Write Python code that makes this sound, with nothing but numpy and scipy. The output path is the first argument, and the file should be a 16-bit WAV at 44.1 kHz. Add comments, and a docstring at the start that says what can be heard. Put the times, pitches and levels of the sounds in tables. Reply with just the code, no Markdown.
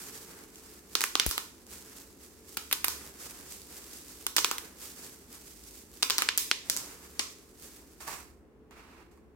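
"""In a small bare room, two hands knead a sheet of bubble wrap close to the microphones.
Bubbles burst in four volleys and a last close pair: short bursts of filtered noise that ring in the room.
The film rustles (noise and tiny clicks that swell and die away) and its creases tick.
At the end a hollow plastic toy knocks (decaying tones) and scrapes over carpet (coloured noise).
Below it all lie a low steady rumble of noise and a faint, wavering hum."""
import sys
import numpy as np
from scipy import signal
from scipy.io import wavfile

SR = 44100
rng = np.random.default_rng(int(sys.argv[2]) if len(sys.argv) > 2 else 0)


def generate_wav(sig):
    """Save sig (samples, or channels by samples) to the path in sys.argv[1] as 16-bit PCM at SR."""
    pcm = np.round(np.clip(np.atleast_2d(sig).T, -1, 1) * 32767).astype(np.int16)
    wavfile.write(sys.argv[1], SR, pcm)


N = 412335
TIME = np.arange(N) / SR  # seconds
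CUTOFF_HZ = 16000  # upper limit of the treble
# hiss of sliding film and of carpet pile, relative strength: f/Hz, level/dB per Hz
HISS = [(1200, -14), (2300, -6), (2700, -3), (3400, -6), (4000, -3.5), (4900, .5), (6500, .5), (7900, 2.5),
        (9800, -3), (12500, -1.5), (16000, -6.5)]


def pops(scatter_s=.008):
    """Each bubble sends a burst straight to the microphones and a scattered one to the walls."""
    # bursting bubbles, levels before the final mix: t/s, level/dB (rms as if 1 ms long), pitch/Hz,
    # crack of tearing film/dB re burst, hollow of the hands/dB re burst, left-right/dB,
    # lag of the right microphone/ms, sound sent to the room/dB re pop
    pop_table = [(0.9527, -12.5, 3980, -9, -11, -4, 0.05, -5), (1.0076, -19.0, 1870, 4, -10, -3, 0.05, -3),
                 (1.0165, -19.0, 5950, -10, -12, -3, 0.05, -2), (1.0394, -14.5, 2140, 1, -9, -4, 0.0, -7),
                 (1.1538, -12.5, 3560, -10, -6, -1, 0.05, -7), (1.1981, -10.0, 3090, -13, -16, -6, 0.0, -5),
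                 (1.264, -17.5, 7840, 15, -3, 0, 0.18, -3), (1.2915, -26.0, 4920, 11, -11, 4, 0.09, 4),
                 (1.3115, -21.0, 4400, -4, -8, -4, 0.16, 0), (1.3792, -18.0, 3250, 0, -4, -4, 0.16, -6),
                 (2.57, -23.0, 4810, -3, -1, 3, 0.07, -8), (2.5728, -23.5, 3030, -2, -9, -6, 0.07, -3),
                 (2.7128, -24.5, 2540, -2, -6, 0, 0.09, 2), (2.7269, -12.5, 4200, 4, -12, 0, 0.09, -11),
                 (2.7298, -18.5, 3510, 0, -18, -5, 0.07, -5), (2.8437, -15.5, 2350, 4, -6, -2, 0.09, -4),
                 (2.8466, -16.5, 2420, 11, -4, -9, 0.07, -10), (2.8822, -17.5, 4750, 1, -9, -2, 0.09, -2),
                 (4.2664, -17.0, 3660, 2, -9, -1, 0.11, -8), (4.3646, -14.0, 5270, -15, -12, -6, 0.16, 1),
                 (4.3673, -14.0, 2570, 3, -21, -6, 0.09, -3), (4.3827, -13.5, 3710, -16, -10, -4, 0.11, -9),
                 (4.3885, -18.5, 4040, -3, -6, -3, 0.14, -9), (4.4457, -11.5, 3410, -4, -8, -3, 0.05, -6),
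                 (4.5131, -18.0, 3360, 0, 0, -2, 0.14, -4), (4.5826, -24.5, 2570, 4, -18, -2, 0.05, -6),
                 (6.0258, -18.0, 2840, -3, -12, -3, 0.11, 0), (6.0298, -11.0, 4390, -17, -16, 0, 0.18, -10),
                 (6.0994, -17.0, 3630, -5, -9, -1, 0.11, 1), (6.1054, -14.5, 4080, -19, -14, -2, 0.07, -9),
                 (6.1822, -13.0, 4860, -4, -17, 2, 0.18, -13), (6.1878, -20.0, 3800, -5, -7, 0, 0.11, 3),
                 (6.221, -14.5, 2620, -5, -8, -4, 0.11, -7), (6.2885, -12, 2900, -26, -18, -1, 0.02, -7),
                 (6.3762, -13.5, 6140, 6, -20, -3, 0.14, -2), (6.3812, -17.0, 3670, 1, -20, -1, 0.18, 0),
                 (6.5134, -10.5, 3360, -22, -15, 0, 0.02, -8), (6.6987, -12.5, 5510, -8, -25, -3, 0.14, -5),
                 (6.7654, -22.0, 6050, -1, -14, -4, 0.16, 0), (6.7725, -24.5, 6640, -12, -23, -4, 0.11, -8),
                 (7.1937, -17.5, 4900, -14, -13, 1, 0.2, -2), (7.1967, -21, 2500, -18, -9, 0, 0.2, -5)]
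    direct, to_room = np.zeros((2, N)), np.zeros((2, N))
    t = np.arange(SR // 30) / SR

    def scattered_click():
        """Each part of a pop leaves for the walls as one click at its own moment."""
        started = t >= rng.uniform(.0002, scatter_s)
        return np.diff(started, prepend=False).astype(float)

    for s, db, hz, crack_db, hollow_db, pan_db, lag_ms, room_db in pop_table:
        size = from_db(db) * np.sqrt(SR / 1000)  # spreads the level over 1 ms
        pop = size * bubble(lambda: rupture(t), hz, crack_db, hollow_db)
        echo_source = size * from_db(room_db) * bubble(scattered_click, hz, crack_db, hollow_db)
        add(to_room, s, echo_source)
        pop[1] = np.roll(pop[1], round(lag_ms * SR / 1000))
        add(direct, s, pop * panned(pan_db))
    return direct, to_room


def bubble(drive, hz, crack_db, hollow_db, width=1.5, low_hz=1100, crack_hz=7000,
           hollow_hz=1130, body_hz=380, body_db=-13.5, body_floor_db=-27.0):
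    """Air escapes at the bubble's pitch, film cracks, cupped hands add hollow and body; energy 1."""
    # a bubble that gives way softly has little crack and a dull top
    top_hz = hz * np.interp(crack_db, [-24, -12], [1.9, 3.6])
    air = cut(drive(), [hz / width, hz * width], "band", order=1)
    air = cut(air, low_hz, "high", order=3)
    air = cut(air, top_hz, "low", order=1)
    crack = cut(drive(), [crack_hz, CUTOFF_HZ], "band", order=1)
    hollow = cut(drive(), [hollow_hz / 1.3, hollow_hz * 1.3], "band")
    body = cut(drive(), [body_hz / 1.4, body_hz * 1.4], "band")
    # the body follows the hollow but never vanishes
    body_gain = from_db(hollow_db + body_db) + from_db(body_floor_db)
    pop = energy_one(air) + from_db(crack_db) * energy_one(crack)
    pop = pop + from_db(hollow_db) * energy_one(hollow) + body_gain * energy_one(body)
    return energy_one(cut(pop, CUTOFF_HZ, "low", order=4))


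def rupture(t, snap_s=.0004, flap_s=.004, flap_db=-9.0, shock_db=14.5,
            bounce_s=.0008, bounce_db=-9.0, own=.9):
    """A sudden pressure jolt, its bounce off the hands, and torn film flapping for a few ms."""
    shared_noise = rng.standard_normal(len(t))
    own_noise = own * rng.standard_normal((2, len(t)))  # differs left and right
    noise = rms_one(shared_noise + own_noise)
    burst = noise * (np.exp(-t / snap_s) + from_db(flap_db) * np.exp(-t / flap_s))
    shock = from_db(shock_db) * rng.choice([-1, 1])  # air is first pushed or pulled
    burst[:, :2] = [0, shock]
    bounce_at = (bounce_s * SR * rng.uniform(.5, 1.4, 2)).astype(int)  # one sample number per side
    burst[[0, 1], bounce_at] += shock * from_db(bounce_db)
    return burst


def puff(buffet_db=-18.0, buffet_hz=180, kick_db=14.0, kick_s=.0006):
    """Escaping air kicks the microphone's diaphragm, shoves it to and fro and buffets it."""
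    # one jet of air from a bubble: t/s, level/dB, f/Hz, length/s, left-right/dB
    jet = (1.264, -30, 55, .033, 12)
    s, db, hz, length, pan_db = jet
    out, t = np.zeros((2, N)), np.arange(int(length * SR)) / SR
    buffet = rms_one(cut(rng.standard_normal(len(t)), buffet_hz, "low"))
    swelling = np.sqrt(np.abs(np.sin(np.pi * t / length)))
    shove = swelling * (from_db(buffet_db) * buffet - np.sin(2 * np.pi * hz * t))
    kick = from_db(kick_db) * np.exp(-t / kick_s)
    add(out, s, from_db(db) * (shove + kick) * panned(pan_db))
    return out


def rustle(hiss_gain_db=-0.9, crackle_db=-6.0, flutter_db=1.3, pan_db=-2.7):
    """Film sliding on film hisses and crackles; the flexing sheet adds a lower rustle."""
    # rustle of the film; the rows at 2.89 and 6.63 s thicken the dying echoes of the pops;
    # levels before the gains below: t/s, length/s, hiss of film/dB, rustle of flexing plastic/dB
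    film_swells = [(-0.07, 0.25, -45.0, -52.0), (0.22, 0.17, -53.5, -53.5), (0.49, 0.29, -54.5, -59.5),
                   (0.86, 0.06, -51.5, -61.0), (1.66, 0.11, -48.0, -55.5), (1.81, 0.19, -51.0, -57.0),
                   (2.16, 0.09, -55.0, -66.0), (2.43, 0.26, -52.5, -65.5), (2.89, 0.19, -50.5, -52.5),
                   (3.15, 0.11, -44.5, -51.5), (3.28, 0.17, -52.0, -56.0), (3.45, 0.07, -44.0, -58.5),
                   (3.66, 0.19, -48.5, -55.0), (3.85, 0.14, -48.5, -59.5), (4.03, 0.22, -50.5, -60.5),
                   (4.56, 0.12, -54.5, -54.0), (4.76, 0.09, -44.5, -54.0), (4.95, 0.09, -45.5, -53.0),
                   (5.28, 0.06, -48.0, -54.5), (5.41, 0.13, -51.0, -66.5), (5.6, 0.19, -52.0, -71.0),
                   (5.88, 0.12, -54.0, -63.0), (6.63, 0.28, -48.0, -50.0), (6.97, 0.08, -55.0, -57.0),
                   (7.13, 0.06, -53, -58), (7.57, 0.05, -47.0, -56.0), (7.7, 0.07, -55.5, -60.0)]
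    # rustle of flexing plastic, relative strength: f/Hz, level/dB per Hz
    flex_spectrum = [(80, -6), (140, 2.5), (300, 3.5), (430, 4.5), (600, -4), (850, -1.5), (1200, 0),
                     (1700, -1), (2400, -5), (5000, -18)]
    sliding, flexing = movements(film_swells, attack_s=.073, sag_db_per_s=7, release_db_per_s=80)

    # between the swells the sheet stirs faintly, until it settles
    stir_hiss_db, stir_flex_db, settled_s, settle_db_per_s = -61, -67, 8.1, 130
    stir = from_db(-settle_db_per_s * np.maximum(TIME - settled_s, 0))
    sliding = np.hypot(sliding, from_db(stir_hiss_db) * stir)
    flexing = np.hypot(flexing, from_db(stir_flex_db) * stir)

    grip_db = flutter_db * drift(25)  # both layers flutter together
    crackle = rms_one(cut(grains(per_s=800, spread_db=4.4), [3200, 14000], "band", order=1))
    film = coloured(HISS) + from_db(crackle_db) * crackle
    hiss = sliding * from_db(hiss_gain_db + grip_db) * film
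    flex = flexing * from_db(grip_db) * coloured(flex_spectrum)
    return hiss * panned(pan_db) + flex * panned(pan_db / 2)


def grains(per_s, spread_db):
    """Tiny slips of the film make clicks of very uneven size, now denser, now sparser; rms 1."""
    sizes = from_db(spread_db * np.minimum(rng.exponential(1, N), 4)) * rng.choice([-1, 1], N)
    chance = per_s * from_db(4 * drift(15)) / SR
    clicks = sizes * (rng.random(N) < chance)
    return rms_one(clicks * (1 + .5 * rng.standard_normal((2, N))))  # strength differs left and right


def creases(low_hz=3500, tick_s=.0005, gain_db=2.5):
    """A crease flips over with a tick: bright noise that dies within a few ms."""
    # creases flipping over: t/s, peak level before the gain/dB
    flips = [(0.5566, -34), (0.6923, -39), (1.6661, -37), (3.1398, -37), (3.5972, -35), (3.6167, -31),
             (3.8412, -35), (3.932, -31), (3.9709, -35), (4.0821, -35), (4.8065, -34), (5.0948, -36),
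             (5.3268, -34), (5.4779, -37), (5.6366, -36), (5.7887, -35), (7.5972, -39), (7.6222, -36)]
    out, t = np.zeros((2, N)), np.arange(SR // 100) / SR
    for s, db in flips:
        noise = rng.standard_normal((2, len(t))) * np.exp(-t / tick_s)
        tick = cut(noise, [low_hz, CUTOFF_HZ], "band")
        add(out, s + .001, from_db(db + gain_db) * tick / np.abs(tick).max())
    return out


def toy(tick_s=.0009, tick_db=-6.0, shell_db=-7.0):
    """Each knock gives a tick and makes the hollow shell ring in tones of its own, fresh in strength."""
    # light knocks on the toy: t/s, level of the whole knock/dB
    knocks = [(8.005, -35), (8.052, -40), (8.078, -22), (8.085, -27), (8.139, -35), (8.71, -43),
              (9.175, -49)]
    # tones of the shell: f/Hz, typical relative level/dB, time to fall by 60 dB/s
    shell_modes = [(735, -14, .05), (905, -10, .05), (1135, -6, .04), (1755, -13, .03), (2120, -13, .025),
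                   (4580, -12, .012), (7900, -9, .006)]
    out, t = np.zeros((2, N)), np.arange(SR // 10) / SR
    for s, db in knocks:
        shell = np.zeros(len(t))
        for hz, level, t60 in shell_modes:
            ringing = from_db(level + rng.normal(0, 2) - 60 * t / t60)
            shell += ringing * np.sin(2 * np.pi * hz * t) * rng.choice([-1, 1])
        tick = from_db(tick_db) * rng.standard_normal((2, len(t))) * np.exp(-t / tick_s)
        add(out, s, from_db(db) * (from_db(shell_db) * shell + tick) * panned(-5))
    return out


def scuff(gain_db=-1.0, judder_db=1.3, pan_db=-4.0):
    """The toy's underside drags through carpet pile: a juddering scrape and hiss of noise."""
    # shoves over the carpet, levels before the gain: t/s, length/s, scrape of shell/dB, hiss of pile/dB
    shoves = [(8.0, .016, -47, -45), (8.065, .08, -43, -42), (8.705, .31, -53.5, -66),
              (9.105, .025, -64, -67)]
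    # scrape on the carpet, relative strength: f/Hz, level/dB per Hz
    carpet = [(300, -7), (550, -8), (760, -3), (1120, 2), (1450, -4), (2500, -5), (3100, -15), (4000, -13),
              (8000, -22), (15000, -30)]
    scrape, hiss = movements(shoves, attack_s=.01, sag_db_per_s=14, release_db_per_s=130)
    judder = from_db(gain_db + judder_db * drift(30))
    return judder * (scrape * coloured(carpet) + hiss * coloured(HISS)) * panned(pan_db)


def movements(rows, attack_s, sag_db_per_s, release_db_per_s):
    """Gains of a table's two layers of sound; overlapping rows add in power."""
    power = np.array([swell(s, length, attack_s, sag_db_per_s, release_db_per_s) ** 2
                      for s, length, *_ in rows])
    layer_gains = from_db(np.array(rows)[:, 2:])
    return np.sqrt(layer_gains.T ** 2 @ power)


def swell(start, length, attack_s, sag_db_per_s, release_db_per_s):
    """Gain of one row: it rises, sags while it lasts, then dies away."""
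    t = np.maximum(TIME - start, 0)
    sag_db = sag_db_per_s * np.minimum(t, length)
    release_db = release_db_per_s * np.clip(t - length, 0, 1)
    return np.minimum(t / attack_s, 1) * from_db(-sag_db - release_db)


def room(feed, build_s=.002, early_db=-5.5, early_s=.018, pan_db=-2.3):
    """Sound bounces off the walls: scattered early echoes melt into a diffuse, dying tail."""
    # how long the room rings: f/Hz, time to fall by 60 dB/s
    ring_times = [(200, .45), (1060, .42), (2800, .46), (7300, .45), (15000, .38)]
    # colour of the tail, relative strength: f/Hz, level/dB
    tail_colour = [(150, 0), (420, 2), (700, -2.5), (1200, 0), (2400, -.5), (3400, -2.5), (4700, 0),
                   (7000, 1.5), (9500, -1), (15000, -1)]
    t = np.arange(int(.7 * SR)) / SR
    tail = np.zeros((2, len(t)))
    for hz, band in stereo_bands(len(t)):
        tail += from_db(at_hz(tail_colour, hz) - 60 * t / at_hz(ring_times, hz)) * band
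    struck = rng.random((2, len(t))) < 700 / SR  # about 700 echoes a second
    echoes = rng.standard_normal((2, len(t))) * struck * np.exp(-t / early_s)
    response = energy_one(tail) + from_db(early_db) * energy_one(echoes)
    response = energy_one(response * (1 - np.exp(-t / build_s)))
    return signal.fftconvolve(feed, response, axes=1)[:, :N] * panned(pan_db)


def background(rumble_db=-58.0, waver_db=3.5, stray=.45):
    """Low rumble of noise with a wavering hum, slightly out of step at the two microphones."""
    # rumble, relative strength: f/Hz, level/dB per Hz
    rumble_spectrum = [(25, -18), (40, -6), (60, -2), (75, -2), (100, -7), (140, -10), (200, -3), (290, -1),
                       (400, -3), (590, -17), (750, -18), (950, -17.5), (1200, -22), (2200, -27),
                       (3500, -38), (15000, -44)]
    # hum tones: f/Hz, rms level about which each wavers/dB
    hum_tones = [(58, -71), (72, -68), (437, -72)]
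    hum = np.zeros((2, N))
    for hz, db in hum_tones:
        loudness = from_db(db + waver_db * drift(1.5)) * np.sqrt(2)  # rms to peak
        side_phase = stray * np.array([drift(6), drift(6)])
        hum += loudness * np.sin(2 * np.pi * hz * TIME + drift(4) + side_phase)
    return from_db(rumble_db) * coloured(rumble_spectrum) + hum


def coloured(spectrum):
    """Diffuse noise with a given spectrum, rms 1."""
    return rms_one(sum(from_db(at_hz(spectrum, hz)) * band for hz, band in stereo_bands(N)))


def stereo_bands(size):
    """Third-octave bands of noise, much alike on both sides only towards the bass."""
    # left-right likeness of diffuse sound: f/Hz, correlation (1 = the same, 0 = unrelated)
    likeness = [(40, .7), (130, .78), (290, .9), (640, .62), (1410, .25), (3100, -.05), (15000, 0)]
    edges = 22 * 2 ** np.arange(0, 9.7, 1 / 3)
    white = rng.standard_normal((2, 2, size))  # neighbouring bands take turns with two noises
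    for k, band in enumerate(zip(edges, edges[1:])):
        mid, side = cut(white[k % 2], band, "band")
        hz = np.sqrt(band[0] * band[1])
        alike = np.clip(at_hz(likeness, hz), -1, 1)
        yield hz, np.sqrt(1 + alike) * mid + np.sqrt(1 - alike) * side * [[1], [-1]]


def drift(rate):
    """Slow random wandering of spread 1; a higher rate (Hz) wanders faster."""
    r = np.exp(-40 * np.pi * rate / SR)  # computed at every 20th sample only
    noise = rng.standard_normal(N // 20 + 4002)
    slow = signal.lfilter([1], [1, -2 * r, r * r], noise)[4000:]  # skip the filter's start
    return np.interp(np.arange(N) / 20, np.arange(len(slow)), rms_one(slow))


def from_db(db):
    """Decibels to gain."""
    return 10 ** (np.asarray(db) / 20)


def rms_one(x):
    """Scale to rms 1."""
    return x / np.sqrt(np.mean(x ** 2) + 1e-20)


def energy_one(x):
    """Scale to energy 1 in each channel."""
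    return x / np.sqrt(np.sum(x ** 2, axis=-1, keepdims=True) + 1e-20)


def panned(db):
    """Left and right gains of constant power; a positive value is louder on the left."""
    return rms_one(from_db([[db / 2], [-db / 2]]))


def at_hz(points, hz):
    """Read a table of (f/Hz, value) between its points on a log-frequency axis."""
    table = np.array(points)
    return np.interp(np.log(hz), np.log(table[:, 0]), table[:, 1])


def cut(x, hz, kind, order=2):
    """Butterworth filter: keeps the low, high or band part of a sound."""
    safe_hz = np.clip(hz, 10, .47 * SR)
    return signal.sosfilt(signal.butter(order, safe_hz, kind, fs=SR, output="sos"), x)


def add(out, s, sound):
    """Mix a sound in at time s (seconds)."""
    i = round(s * SR)
    out[:, i:i + sound.shape[-1]] += sound[..., :N - i]


def scene(pop_db=1.0, room_db=-1.2, small_room_db=-5.0):
    """All layers together; pops, crease ticks and toy knocks also ring in the room."""
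    direct, to_room = pops()
    small = creases() + toy()
    wet = room(from_db(room_db) * to_room + from_db(small_room_db) * small)
    near = from_db(pop_db) * direct + small + rustle() + scuff() + puff()
    return near + wet + background()


def record(dry):
    """The highest peaks are rounded and the treble above the cutoff is removed."""
    rounded = .98 * np.tanh(dry / .98)
    return signal.sosfilt(signal.ellip(10, .2, 80, CUTOFF_HZ, fs=SR, output="sos"), rounded)


dry = scene()
out = record(dry)
generate_wav(out)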